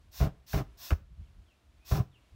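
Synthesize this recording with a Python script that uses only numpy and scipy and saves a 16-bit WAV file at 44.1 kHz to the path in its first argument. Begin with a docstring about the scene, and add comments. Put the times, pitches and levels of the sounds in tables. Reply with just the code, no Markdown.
"""Outdoors beside a wall, four short squirts from an aerosol can cross a lighter flame.
Each hiss swells, catches fire with a low thump and burns as a fluttering, roaring fireball
until the fuel is gone. The wall and the yard add a short echo. Light air rumbles on the
microphone, and a distant bird whistles four times over a faint background."""
import sys
import numpy as np
from scipy import signal
from scipy.fft import rfft, irfft, next_fast_len
from scipy.io import wavfile
from scipy.ndimage import map_coordinates

SR = 44100
rng = np.random.default_rng(int(sys.argv[2]) if len(sys.argv) > 2 else 0)


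def master(y):
    """Save y as 16-bit WAV."""
    cut = np.clip(np.atleast_2d(y).T, -1, 1)
    pcm = np.round(cut * 32767)  # scale
    wavfile.write(sys.argv[1], SR, pcm.astype(np.int16))


N = 103635  # samples, 2.35 s


def amp(db):
    """Turn decibels into a number to multiply by."""
    return 10 ** (np.asarray(db) / 20)


def unit(x):
    """Scale a sound to an average strength (rms) of 1."""
    return x / np.sqrt(np.mean(x ** 2) + 1e-20)


def along(points, hz):
    """Read between the (pitch_hz, value) rows of a table, giving each octave equal room."""
    pitches, values = np.transpose(points)
    return np.interp(np.log(hz + 1), np.log(pitches + 1), values)


def clock():
    """The time of every sample, in seconds."""
    return np.arange(N) / SR


def wobble(rate):
    """A smooth curve through `rate` random values a second."""
    return map_coordinates(rng.standard_normal(int(N * rate / SR) + 4), [clock() * rate])


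def filtered(x, response):
    """Turn each frequency of x up or down by response(hz)."""
    size = next_fast_len(N + SR // 2)
    return irfft(rfft(x, size) * response(np.fft.rfftfreq(size, 1 / SR)), size)[:N]


def coloured(x, tone):
    """Shape the bass and treble of x by a tone table, then scale it to strength 1."""
    return unit(filtered(x, lambda hz: amp(along(tone, hz))))


def noise(tone):
    """Noise of strength 1, shaped by a tone table."""
    return coloured(rng.standard_normal(N), tone)


def gate(start, stop, rise_s, release_s):
    """A loudness curve that rises in a straight line, holds, and dies away after stop."""
    t = clock()
    return np.clip((t - start) / rise_s, 0, 1) * np.exp(-np.maximum(t - stop, 0) / release_s)


def air(breeze_db=-66, buffet_db=2.75, drift_db=1.5):
    """Small gusts rumble on the microphone over a slowly drifting outdoor background."""
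    # Gusts on the microphone: middle_s, half_length_s, level_db
    gusts = [(0.08, 0.049, -58.5), (0.67, 0.058, -50), (1.029, 0.031, -52), (1.122, 0.022, -49.5),
             (1.204, .03, -50), (1.276, 0.041, -53), (1.406, 0.038, -49), (2.116, 0.015, -56),
             (2.345, 0.021, -48.5)]
    # Tone of the wind's rumble: pitch_hz, relative_db
    rumble_tone = [(20, -43), (40, -1), (70, 0), (110, -12.5), (190, -20.5), (260, -36), (500, -67),
                   (2000, -84)]
    # Loudness of the background over time: time_s, level_db
    background_levels = [(0, -70.5), (.4, -73.5), (.72, -70.5), (1.08, -73.5), (1.22, -71.5), (1.75, -72),
                         (2.12, -71), (2.33, -71.5)]
    # Tone of the background: pitch_hz, relative_db
    background_tone = [(100, -23), (200, 0), (255, -1), (305, 1.5), (375, -3), (430, -6), (530, -6),
                       (655, -2.5), (815, -9), (1020, -6.5), (1500, -9.5), (3500, -12), (5000, -17),
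                       (9000, -22.5), (12000, -26), (15800, -31)]
    t = clock()
    gusting = sum(amp(db) * np.exp(-((t - middle) / half) ** 2) for middle, half, db in gusts)
    background_db = np.interp(t, *np.transpose(background_levels)) + drift_db * wobble(8.1)
    rumble = (amp(breeze_db) + gusting) * amp(buffet_db * wobble(21.88)) * noise(rumble_tone)
    return rumble + amp(background_db) * noise(background_tone)


def spray(opening_s=0.0033, first_share=0.049, ease_db_per_s=75, sputter_db=-0.3):
    """The nozzle hisses: a first jet leaves at once, the rest builds up, then the finger eases off."""
    # Presses of the valve: start_s, stop_s, level_db, swell_s, release_s
    squirts = [(0.113, 0.249, -43.5, 0.082, 0.018), (0.462, 0.588, -43, 0.076, 0.021),
               (0.77, 0.903, -43, 0.084, 0.034), (1.847, 1.977, -42, 0.079, 0.025)]
    # Tone of the hiss: pitch_hz, relative_db
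    hiss_tone = [(280, -15), (480, -18), (652, -6), (940, -11.5), (1070, -2.5), (1240, -13), (1640, -7),
                 (2260, -11.5), (2610, -5), (3070, -10), (3400, -2.5), (4890, -3.5), (5340, 1), (7690, -11),
                 (10200, -16), (11700, -8.5), (15700, -2.5)]
    flow = np.zeros(N)
    for start, stop, db, swell, release in squirts:
        first_jet = first_share * gate(start, stop, opening_s, release)
        build_up = (1 - first_share) * gate(start, stop, swell, release)
        eased_db = ease_db_per_s * np.maximum(clock() - start - swell, 0)
        flow += (first_jet + build_up) * amp(db - eased_db)
    return flow * amp(sputter_db * wobble(190)) * noise(hiss_tone)


def yard(x):
    """The yard answers a sound with a short echo tail whose highest treble dies first."""
    # Time the echo takes to fall by 60 dB: pitch_hz, fade_s
    fade_times = [(60, 0.52), (150, 0.092), (310, 0.39), (450, 0.44), (660, 0.26), (1000, 0.35),
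                  (6000, 0.24), (15000, 0.055)]
    hz, t, spectrum = signal.stft(rng.standard_normal(SR // 2), SR, nperseg=256)
    fading = amp(-60 * t / along(fade_times, hz)[:, None])
    tail = signal.istft(spectrum * fading, SR, nperseg=256)[1]
    return signal.fftconvolve(x, tail / np.linalg.norm(tail))[:N]


def fireballs(rise_s=0.00927, release_s=0.014, grow_s=0.0043, catch_s=0.0031, rough_db=4.5):
    """Flame crackles through the mist, which then roars and flutters, fading as the fuel runs out."""
    # Fireballs: start_s, burn_s, roar_db, flutter_db, crackle_db, fade_db_per_s
    flames = [(0.198, 0.078, -32, -22.5, -56, 112), (.531, 0.08, -32, -26.5, -37, 85),
              (.904, 0.02, -31, -26.5, -37, 247), (1.908, 0.1, -34.5, -26.5, -58, 70)]
    # Tone of the crackle: pitch_hz, relative_db
    crackle_tone = [(300, -13), (880, -14), (1050, 3), (1450, 0.5), (1900, -7), (2700, -7.5), (4000, -18.5),
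                    (9000, -24.5), (15000, -32)]
    roar_level, catch_level, flutter = np.zeros((3, N))
    for start, burn, roar_db, flutter_db, crackle_db, fade in flames:
        fuel = amp(-fade * np.maximum(clock() - start, 0))
        catch_level += amp(crackle_db) * gate(start, start + catch_s, catch_s, release_s=0.0058)
        roar_level += amp(roar_db) * fuel * gate(start, start + burn, rise_s, release_s)
        grown = start + grow_s  # the ball grows before it sheds puffs
        flutter_level = amp(flutter_db) * fuel * gate(grown, grown + burn, rise_s, release_s)
        flutter += flutter_level * puffs(grown + rise_s)
    crackle_level = catch_level + amp(-10.5) * roar_level  # some crackle goes on during the roar
    crackle = crackle_level * unit(noise(crackle_tone) * amp(rough_db * wobble(500)))
    roar = filtered(roar_level * rng.standard_normal(N), hollow)
    return roar + crackle + flutter


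def hollow(hz):
    """The space by the wall rings at a few pitches: a hollow-sounding filter of average power 1."""
    # Pitches at which the space rings: pitch_hz, width_hz, relative_db
    rings = [(172, 49, 6.5), (300.8, 33, 8.5), (402.4, 36, 7.5), (512, 72, 0.5), (639, 68, 5.5),
             (729, 22.5, 2), (964, 72, -8), (1260, 140, -12.5)]
    response = 0
    for pitch, width, db in rings:
        peak = 1j * hz * width / (pitch ** 2 - hz ** 2 + 1j * hz * width)
        treble_cut = 1 / (1 + (hz / (2 * pitch)) ** 2)
        response += amp(db) * peak * treble_cut
    return response / np.sqrt(np.mean(abs(response) ** 2))


def puffs(start, per_second=66.87, gap_scatter=0.2, size_scatter_db=2, count=24):
    """A fireball sheds an uneven run of soft pressure puffs, heard as a flutter."""
    # Tone of the puffs: pitch_hz, relative_db
    puff_tone = [(20, -40), (32, -33), (47, 1.5), (62, 1), (90, -7), (130, 4), (185, -0.5), (250, -27.5),
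                 (500, -57), (2000, -69)]
    gap_chance, size_chance = rng.standard_normal((count, 2)).T
    times = start + (np.cumsum(np.exp(gap_scatter * gap_chance)) - 1) / per_second
    clicks = np.bincount(np.round(times * SR).astype(int), amp(size_scatter_db * size_chance), N)[:N]
    time_share = count / per_second * SR / N
    return coloured(clicks, puff_tone) * np.sqrt(time_share)  # strength near 1 while the puffs last


def thumps():
    """Gas that flares up all at once sends out one short, low swing of pressure."""
    # Sudden flares: middle_s, level_db, pitch_hz, half_length_s
    flares = [(0.225, -17.5, 57.4, 0.017), (0.563, -22, 57.4, 0.02), (0.931, -13.5, 65.4, 0.0099),
              (1.929, -15.5, 64, 0.01), (2.006, -18.5, 103, 0.0078)]
    out = np.zeros(N)
    for middle, db, hz, half in flares:
        t = clock() - middle
        swell = 1 / np.cosh(np.clip(2 * t / half, -20, 20))
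        out += amp(db) * swell * np.sin(2 * np.pi * hz * t)
    return out


def bird(blur_hz=55, flicker_db=3.5, direct_db=-2, echo_db=-6):
    """A far bird's whistles glide and swell, blurred and broken up by echoes."""
    # Whistles: start_s, length_s, from_hz, to_hz, level_db
    whistles = [(1.233, 0.078, 3530, 2186, -75.5), (1.449, 0.096, 3770, 2300, -73.5),
                (1.762, 0.19, 2350, 2780, -72.5), (2.106, .095, 3980, 2150, -68)]
    song = np.zeros(N)
    for start, length, from_hz, to_hz, db in whistles:
        progress = np.clip((clock() - start) / length, 0, 1)
        hz = from_hz * (to_hz / from_hz) ** progress + blur_hz * wobble(900)
        level = amp(db + flicker_db * wobble(90)) * np.sin(np.pi * progress)
        song += level * np.sin(2 * np.pi * np.cumsum(hz) / SR)
    return amp(direct_db) * song + amp(echo_db) * yard(song)


def scene(wall_delay_s=0.0088, wall_db=-13, yard_db=-20):
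    """Mix the spray and fire, their echoes from wall and yard, the air and the bird."""
    jet = spray() + fireballs()
    wall_echo = amp(wall_db) * np.interp(clock() - wall_delay_s, clock(), jet)
    near = jet + thumps() + wall_echo
    return (near + amp(yard_db) * yard(near) + air() + bird())[None]


def record(dry, low_cut_hz=28, top_hz=15950, edge_hz=300):
    """The microphone loses the deepest bass and keeps nothing above its highest pitch."""
    def microphone(hz):
        treble_cut = np.sin(np.pi / 2 * np.clip((top_hz - hz) / edge_hz, 0, 1)) ** 2
        bass_cut = 1 - 1 / (1 + (hz / low_cut_hz) ** 4)
        return treble_cut * bass_cut
    return filtered(dry[0], microphone)[None]


dry = scene()
out = record(dry)
master(out)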